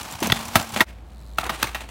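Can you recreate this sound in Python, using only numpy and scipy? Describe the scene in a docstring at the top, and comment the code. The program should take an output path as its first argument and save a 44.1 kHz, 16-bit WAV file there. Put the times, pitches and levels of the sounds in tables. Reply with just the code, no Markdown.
"""Grit scrapes close by as a trick bicycle slides on concrete, its small steel parts chinking.
Metal knocks (noise crunches over ringing frame modes), sine thumps of the tyres and gritty scuffs follow, with echo.
The scene cuts to a second try: tyre hiss dies away and the freewheel clicks in mid-air over soft air noise
and a wavering low drone, then the bike strikes a concrete block and clatters down its face."""
import sys
import numpy as np
from scipy import signal
from scipy.fft import rfft, irfft, next_fast_len
from scipy.io import wavfile
from scipy.ndimage import map_coordinates

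SR = 44100
rng = np.random.default_rng(int(sys.argv[2]) if len(sys.argv) > 2 else 0)


def materialize(psi):
    """Save the field psi as 16-bit PCM at rate SR to the path in sys.argv[1].

    A 1-D psi becomes a single channel; in a 2-D psi each row is a channel.
    """
    bounded = np.clip(np.atleast_2d(psi).T, -1, 1)
    quanta = np.round(bounded * 32767).astype(np.int16)
    wavfile.write(sys.argv[1], SR, quanta)


N = 83790

CUT_S = 0.848  # the near crash gives way to the far one
ATTACK_S = 0.0013  # rise of knocks, chinks and freewheel clicks
# tone of rubber and pedals rubbing on concrete: pitch_hz, level_db
SCUFF_TONE = [(100, -27), (290, -2), (480, -6), (800, 1), (1300, -3), (2200, -2.5), (3800, -6), (5000, -13),
              (8000, -12), (16000, -24)]


def amp(db):
    """Decibels to gain."""
    return 10 ** (np.asarray(db) / 20)


def unit(x):
    """Scale to rms 1."""
    return x / np.sqrt(np.mean(x ** 2) + 1e-20)


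def blow(x):
    """Scale a hit to the energy of 12 ms at rms 1."""
    return x / np.sqrt(np.sum(x ** 2) / (0.012 * SR) + 1e-20)


def clock():
    """Seconds at each sample."""
    return np.arange(N) / SR


def along(points, hz):
    """Read (Hz, value) points on a log frequency axis."""
    f, v = np.transpose(points)
    return np.interp(np.log(hz + 1), np.log(f + 1), v)


def curves(rows):
    """Draw one value per sample for each column after the time."""
    s, *cols = np.transpose(rows)
    return [np.interp(clock(), s, c) for c in cols]


def wobble(rate):
    """A smooth random curve with rate knots a second."""
    return map_coordinates(rng.standard_normal(N // 20), [clock() * rate], mode="wrap")


def decay(t, t60):
    """Full level until t = 0, then an exponential fall of 60 dB in t60 seconds."""
    return np.exp(-np.log(1000) * np.maximum(t, 0) / t60)


def coloured(x, gain):
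    """Filter x with a gain that depends on frequency."""
    size = next_fast_len(len(x) + 4096)
    return irfft(rfft(x, size) * gain(np.fft.rfftfreq(size, 1 / SR)), size)[:len(x)]


def add(track, s, x):
    """Mix x into the track at time s."""
    part = track[max(round(s * SR), 0):][:len(x)]
    part += x[:len(part)]


def ring(modes, t):
    """Sum damped sine modes, with random phases and about 2 dB of level scatter at each strike."""
    out = np.zeros(len(t))
    for hz, db, t60 in modes:
        level = amp(db + rng.normal(0, 2))
        out += level * decay(t, t60) * np.sin(2 * np.pi * (hz * t + rng.random()))
    return out


def grit():
    """Friction on concrete: tiny random impacts mixed with hiss, juddering together in level."""
    grains_per_s, grain_db, spread_db, judder_db = 1400, -4.5, 5.5, 2.84
    sizes = amp(spread_db * np.minimum(rng.exponential(size=N), 3))
    grains = (rng.random(N) < grains_per_s / SR) * rng.choice([-1, 1], N) * sizes
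    rough = rng.standard_normal(N) + amp(grain_db) * unit(grains)
    return unit(rough * amp(judder_db * wobble(130)))


def scrape(levels, tone):
    """Long friction: filtered grit under a level curve."""
    return amp(curves(levels)[0]) * unit(coloured(grit(), lambda hz: amp(along(tone, hz))))


def slide():
    """The bike slides on concrete: filtered grit of one fixed tone that rises and falls in loudness."""
    # loudness of the slide: time_s, level_db
    slide_levels = [(0, -33), (.13, -37), (.19, -39), (.22, -33.5), (.25, -30), (.31, -32.5), (.38, -31.5),
                    (.52, -36), (.6, -28), (.68, -37.5), (.85, -27.5)]
    # tone of the slide: pitch_hz, level_db
    slide_tone = [(29, -59), (50, -8.5), (87, -5.5), (158, -11.5), (221, -6.5), (256, -12.5), (341, -15),
                  (404, -20), (466, -18.5), (829, -8), (1830, -19.5), (2330, -17), (4780, -21.5),
                  (7540, -24), (15500, -31.5)]
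    return scrape(slide_levels, slide_tone)


def chinks():
    """Chain and spokes chink: a high-passed noise tick plus the short ring of small steel parts."""
    # each chink: start_s, level_db (before the 5 dB trim below)
    chink_hits = [(0.0304, -34), (.1112, -35), (.124, -33.5), (0.203, -33), (0.213, -39), (0.391, -40),
                  (0.4529, -34.5), (0.482, -33.5), (0.625, -33), (0.691, -37), (0.721, -36.5)]
    # ringing modes of the steel parts: pitch_hz, level_db, t60_s
    steel_modes = [(5880, 2.5, 0.035), (7300, 10, 0.02), (7900, -3.5, .06), (9240, 3, 0.026),
                   (13000, -4.5, .03)]
    tick_t60_s, ring_db, trim_db = 0.012, -1.5, -5
    out, t = np.zeros(N), clock()[:SR // 8]
    rise = np.minimum(t / ATTACK_S, 1)
    high_pass = signal.butter(2, 3500, "high", fs=SR, output="sos")
    for s, db in chink_hits:
        tick = signal.sosfilt(high_pass, rng.standard_normal(len(t))) * decay(t, tick_t60_s)
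        chink = blow(tick) + amp(ring_db) * blow(ring(steel_modes, t))
        add(out, s, amp(db + trim_db) * blow(chink * rise))
    return out


def tyres():
    """Soft sine thumps of the tyres, and the long note of the air ringing inside one."""
    # each thump: start_s, pitch_hz, peak_db, t60_s
    tyre_thumps = [(0.221, 322.6, -12.5, 0.046), (.24, 185, -27, 0.18), (0.299, 117, -19, 0.11),
                   (0.3234, 146, -7, 0.029), (0.556, 187, -9.5, 0.042), (0.561, 100, -13.5, 0.074),
                   (0.728, 92.9, -29.5, 0.11), (.762, 213, -21.5, 0.11), (1.387, 139, -30.5, 0.085),
                   (1.512, 144, -36.5, 0.19), (1.632, 118, -28, 0.12)]
    # each ring of the air in the tyre: start_s, level_db
    air_rings = [(.228, -29), (0.557, -34)]
    ring_hz, ring_t60_s = 226.5, 1
    out, t = np.zeros(N), clock()
    for s, hz, db, t60 in tyre_thumps:
        add(out, s, amp(db) * np.sin(2 * np.pi * hz * t) * decay(t, t60) * np.minimum(t / 0.002, 1))
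    for s, db in air_rings:
        level = amp(db + 0.5 * wobble(24.5))
        add(out, s, level * np.sin(2 * np.pi * ring_hz * t) * decay(t, ring_t60_s))
    return out


def knocks():
    """Metal crunches into concrete: the part that strikes clanks and the whole frame rings with it."""
    # each knock: start_s, contact_s, crunch_t60_s, clank_hz,
    # clank_db, body_db, middle_db, crack_db, treble_db
    knock_hits = [(0.2259, .005, 0.085, 880, -29, -35, -33, -26, -28.5),
                  (0.2705, 0.0013, 0.013, 6230, -37, -26, -52, -41, -30.5),
                  (0.2991, 0.0011, 0.014, 1070, -27.5, -37, -29, -24.5, -56),
                  (0.3201, 0.0056, 0.009, 3520, -19, -30.5, -24, -16, -26.5),
                  (0.5549, 0.0029, 0.06, 924, -15, -25, -14, -13.5, -18),
                  (0.8054, 0.0045, 0.066, 1887, -13, -20, -15, -15.5, -23.5),
                  (1.3838, 0.0022, 0.024, 1380, -21.5, -37.5, -23, -25.5, -32.5),
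                  (1.4312, 0.0026, .03, 1250, -32.5, -45, -30.5, -55, -50),
                  (1.4641, .003, 0.012, 1010, -35.5, -59, -35.5, -41, -40.5),
                  (1.4932, .008, .05, 1200, -27, -33.5, -25, -25, -34.5),
                  (1.6267, 0.0044, 0.013, 3110, -26.5, -30.5, -21.5, -20.5, -24),
                  (1.6708, 0.0018, .015, 2135, -35, -43, -40, -49, -43),
                  (1.746, .004, 0.093, 1877, -36, -42.5, -29, -27, -36.5)]
    # body, middle, crack and treble bands: low_hz, high_hz
    band_edges = [(170, 450), (600, 1500), (1500, 4100), (4100, 16000)]
    # modes of frame, bars and rims: pitch_hz, level_db, t60_s (each knock damps them further)
    frame_modes = [(205.5, 6.5, .08), (344, 0.5, 0.1), (646.5, -1, 0.091), (787, -0.5, 0.042),
                   (860, -6, 0.084), (1173, -3, 0.044), (1297, -1, 0.058), (1897, -1.5, 0.064),
                   (2169, -0.5, 0.031), (2685, 0, 0.048), (3345, -11, 0.019), (3930, -11.5, .05),
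                   (4480, -28, 0.067), (6200, 1, 0.04)]
    # partials of the clank: multiple of the clank pitch, level_db
    clank_partials = [(1.001, 3), (1.9, -10)]
    clank_t60_s = 0.02  # averaged with the t60 of the crunch
    waver_rad = 0.73  # phase unrest of the clank
    ring_gain = 2 * amp(-0.5)  # frame modes over the crunch
    out, t = np.zeros(N), clock()[:SR // 4]
    bands = [signal.butter(3, edges, "band", fs=SR, output="sos") for edges in band_edges]
    rise = np.minimum(t / ATTACK_S, 1)
    for s, contact, t60, clank_hz, clank_db, *levels in knock_hits:
        crunch = rng.standard_normal(len(t)) * decay(t - contact, t60)
        modes = ring(frame_modes, t) * decay(t, 4 * t60)
        clank = np.zeros(len(t))
        for multiple, db in clank_partials:
            phase = 2 * np.pi * multiple * clank_hz * t + waver_rad * wobble(690)[:len(t)]
            clank += amp(db) * np.sin(phase)
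        clank *= decay(t - contact / 2, (clank_t60_s + t60) / 2)
        add(out, s, amp(clank_db) * blow(rise * clank))
        for band, db in zip(bands, levels):
            rough, clean = signal.sosfilt(band, rise * np.array([blow(crunch), blow(modes)]))
            add(out, s, amp(db) * blow(blow(rough) + ring_gain * clean))
    return out


def scuffs():
    """Pegs and pedals scuff the concrete: brief strokes of grit, each with its own brightness."""
    # each scuff: start_s, length_s, level_db, treble_tilt_db_per_octave
    scuff_strokes = [(0.24, 0.039, -32, 0), (.356, 0.016, -30, 0), (0.7611, 0.014, -24.5, -1.5),
                     (0.785, 0.038, -29.5, -1.5), (.874, 0.017, -54, 1), (1.374, .01, -40, 2.5),
                     (1.437, .006, -31.5, 1), (1.452, .02, -30, -3), (1.522, 0.0232, -36.5, -0.5),
                     (1.598, 0.0217, -36.5, 0), (1.638, 0.015, -26, -1.5), (1.805, 0.012, -34, -0.5),
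                     (1.838, 0.0067, -38.5, -2), (1.888, .02, -38, 0.5)]
    rise_s, t60_s, tilt_from_hz = 0.0018, 0.053, 470
    out, t = np.zeros(N), clock()[:SR // 6]
    for s, length, db, tilt_db in scuff_strokes:
        def tone(hz):
            """The shared scuff tone, tilted in the treble."""
            octaves = np.log2(np.maximum(hz / tilt_from_hz, 1))
            return amp(along(SCUFF_TONE, hz) + tilt_db * octaves)
        stroke = unit(coloured(grit()[:len(t)], tone))
        add(out, s, amp(db) * stroke * np.minimum(t / rise_s, 1) * decay(t - length, t60_s))
    return out


def banks(x):
    """Concrete banks scatter an echo: a noise tail, 7 ms late, that dies at its own pace in each band."""
    # decay of the echo: pitch_hz, t60_s
    echo_decay = [(100, .15), (900, 0.39), (3000, 0.3), (14000, 0.28)]
    hz, t, z = signal.stft(rng.standard_normal(SR // 2), SR, nperseg=256)
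    tail = signal.istft(z * decay(t, along(echo_decay, hz)[:, None]), SR, nperseg=256)[1]
    late = np.pad(x, (round(0.007 * SR), 0))
    return signal.fftconvolve(late, tail / np.linalg.norm(tail))[:N]


def outdoor_air():
    """Soft outdoor background: steady noise weighted to the bass."""
    # tone of the background: pitch_hz, level_db
    air_tone = [(25, -30), (45, -10), (75, 0), (125, -8), (250, -14), (450, -20), (750, -19), (1400, -28),
                (2100, -35), (4000, -40), (7000, -49), (15000, -53)]
    return amp(-46.5) * unit(coloured(rng.standard_normal(N), lambda hz: amp(along(air_tone, hz))))


def drone():
    """A low outdoor drone: one sine that wavers in phase and level."""
    # loudness of the drone: time_s, level_db
    drone_levels = [(.85, -38), (.95, -40.5), (1.1, -45.5), (1.2, -40), (1.9, -39)]
    drone_hz = 57.3
    tone = np.sqrt(2) * np.sin(2 * np.pi * drone_hz * clock() + 0.25 * wobble(8.6))
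    return amp(curves(drone_levels)[0] + 1.1 * wobble(15.1)) * tone


def roll():
    """Tyre hiss, made of filtered grit, dies away as the tyres leave the ramp."""
    # loudness of the hiss: time_s, level_db
    roll_levels = [(.85, -48), (.89, -47), (.95, -56.5), (1.01, -64), (1.07, -89), (1.15, -100)]
    # tone of the hiss: pitch_hz, level_db
    roll_tone = [(100, -4), (280, -2), (600, 3), (1200, -5.5), (2200, 1), (3800, -9), (6000, -14),
                 (16000, -23)]
    return scrape(roll_levels, roll_tone)


def freewheel():
    """Ratchet pawls click as noise bursts, a little unevenly, at the speed of the spinning rear wheel."""
    # the ratchet speeds up and slows in mid-air: time_s, clicks_per_s, level_db
    ratchet = [(1.0, 40, -92), (1.07, 50, -66), (1.13, 70, -64), (1.21, 102, -62), (1.28, 105, -62),
               (1.37, 82, -61), (1.45, 89, -68.5)]
    # tone of the clicks: pitch_hz, level_db
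    pawl_tone = [(1200, -37), (2600, -17), (4100, 7.5), (5200, -6), (8000, -2.5), (11000, -8),
                 (16000, -8.5)]
    t60_s, scatter_db, jitter = 0.015, 0.5, 0.05  # jitter is a fraction of the click rate
    rate, db = curves(ratchet)
    turns = np.cumsum(rate * (1 + jitter * wobble(59))) / SR  # counted in clicks
    since_click = turns % 1 / rate  # seconds
    rise = np.minimum(since_click / ATTACK_S, 1)
    clicks = rng.standard_normal(N) * decay(since_click, t60_s) * rise
    level = amp(db + scatter_db * wobble(100))
    return level * unit(coloured(clicks, lambda hz: amp(along(pawl_tone, hz))))


def drag():
    """Tyres and shoes drag down the block: grit with the tone of the scuffs."""
    # loudness of the drag: time_s, level_db
    drag_levels = [(1.37, -62.5), (1.40, -31), (1.48, -55.5), (1.52, -36), (1.58, -38.5), (1.68, -38),
                   (1.73, -46), (1.8, -44.5), (1.87, -52.5)]
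    return scrape(drag_levels, SCUFF_TONE)


def scene():
    """The near crash fades out and the far one fades in, both with an echo."""
    fade_out_s, fade_in_s, lead_s = 0.034, 0.042, 0.0039  # the far side starts lead_s before the cut
    near_echo_db, far_echo_db = -16.5, -12.5
    t = clock()
    hits = chinks() + tyres() + knocks() + scuffs()
    # ringing tails that outlast the cut pass into the second part
    first, second = hits * (t < CUT_S), hits * (t >= CUT_S)
    near = slide() + first + amp(near_echo_db) * banks(first)
    far = outdoor_air() + drone() + roll() + freewheel() + drag()
    far += second + amp(far_echo_db) * banks(second)
    fade_out = np.clip((CUT_S - t) / fade_out_s, 0, 1)
    fade_in = np.clip((t - CUT_S + lead_s) / fade_in_s, 0, 1)
    return (near * fade_out + far * fade_in)[None]


def record(dry):
    """The microphone sheds the deepest bass, rounds off the loudest peaks and passes nothing above its top."""
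    low_cut_hz, top_hz, ceiling = 37, 15900, 1.0
    thin = signal.sosfilt(signal.butter(3, low_cut_hz, "high", fs=SR, output="sos"), dry[0])
    rounded = thin / (1 + np.abs(thin / ceiling) ** 6) ** (1 / 6)
    return coloured(rounded, lambda hz: hz < top_hz)[None]


dry = scene()
out = record(dry)
materialize(out)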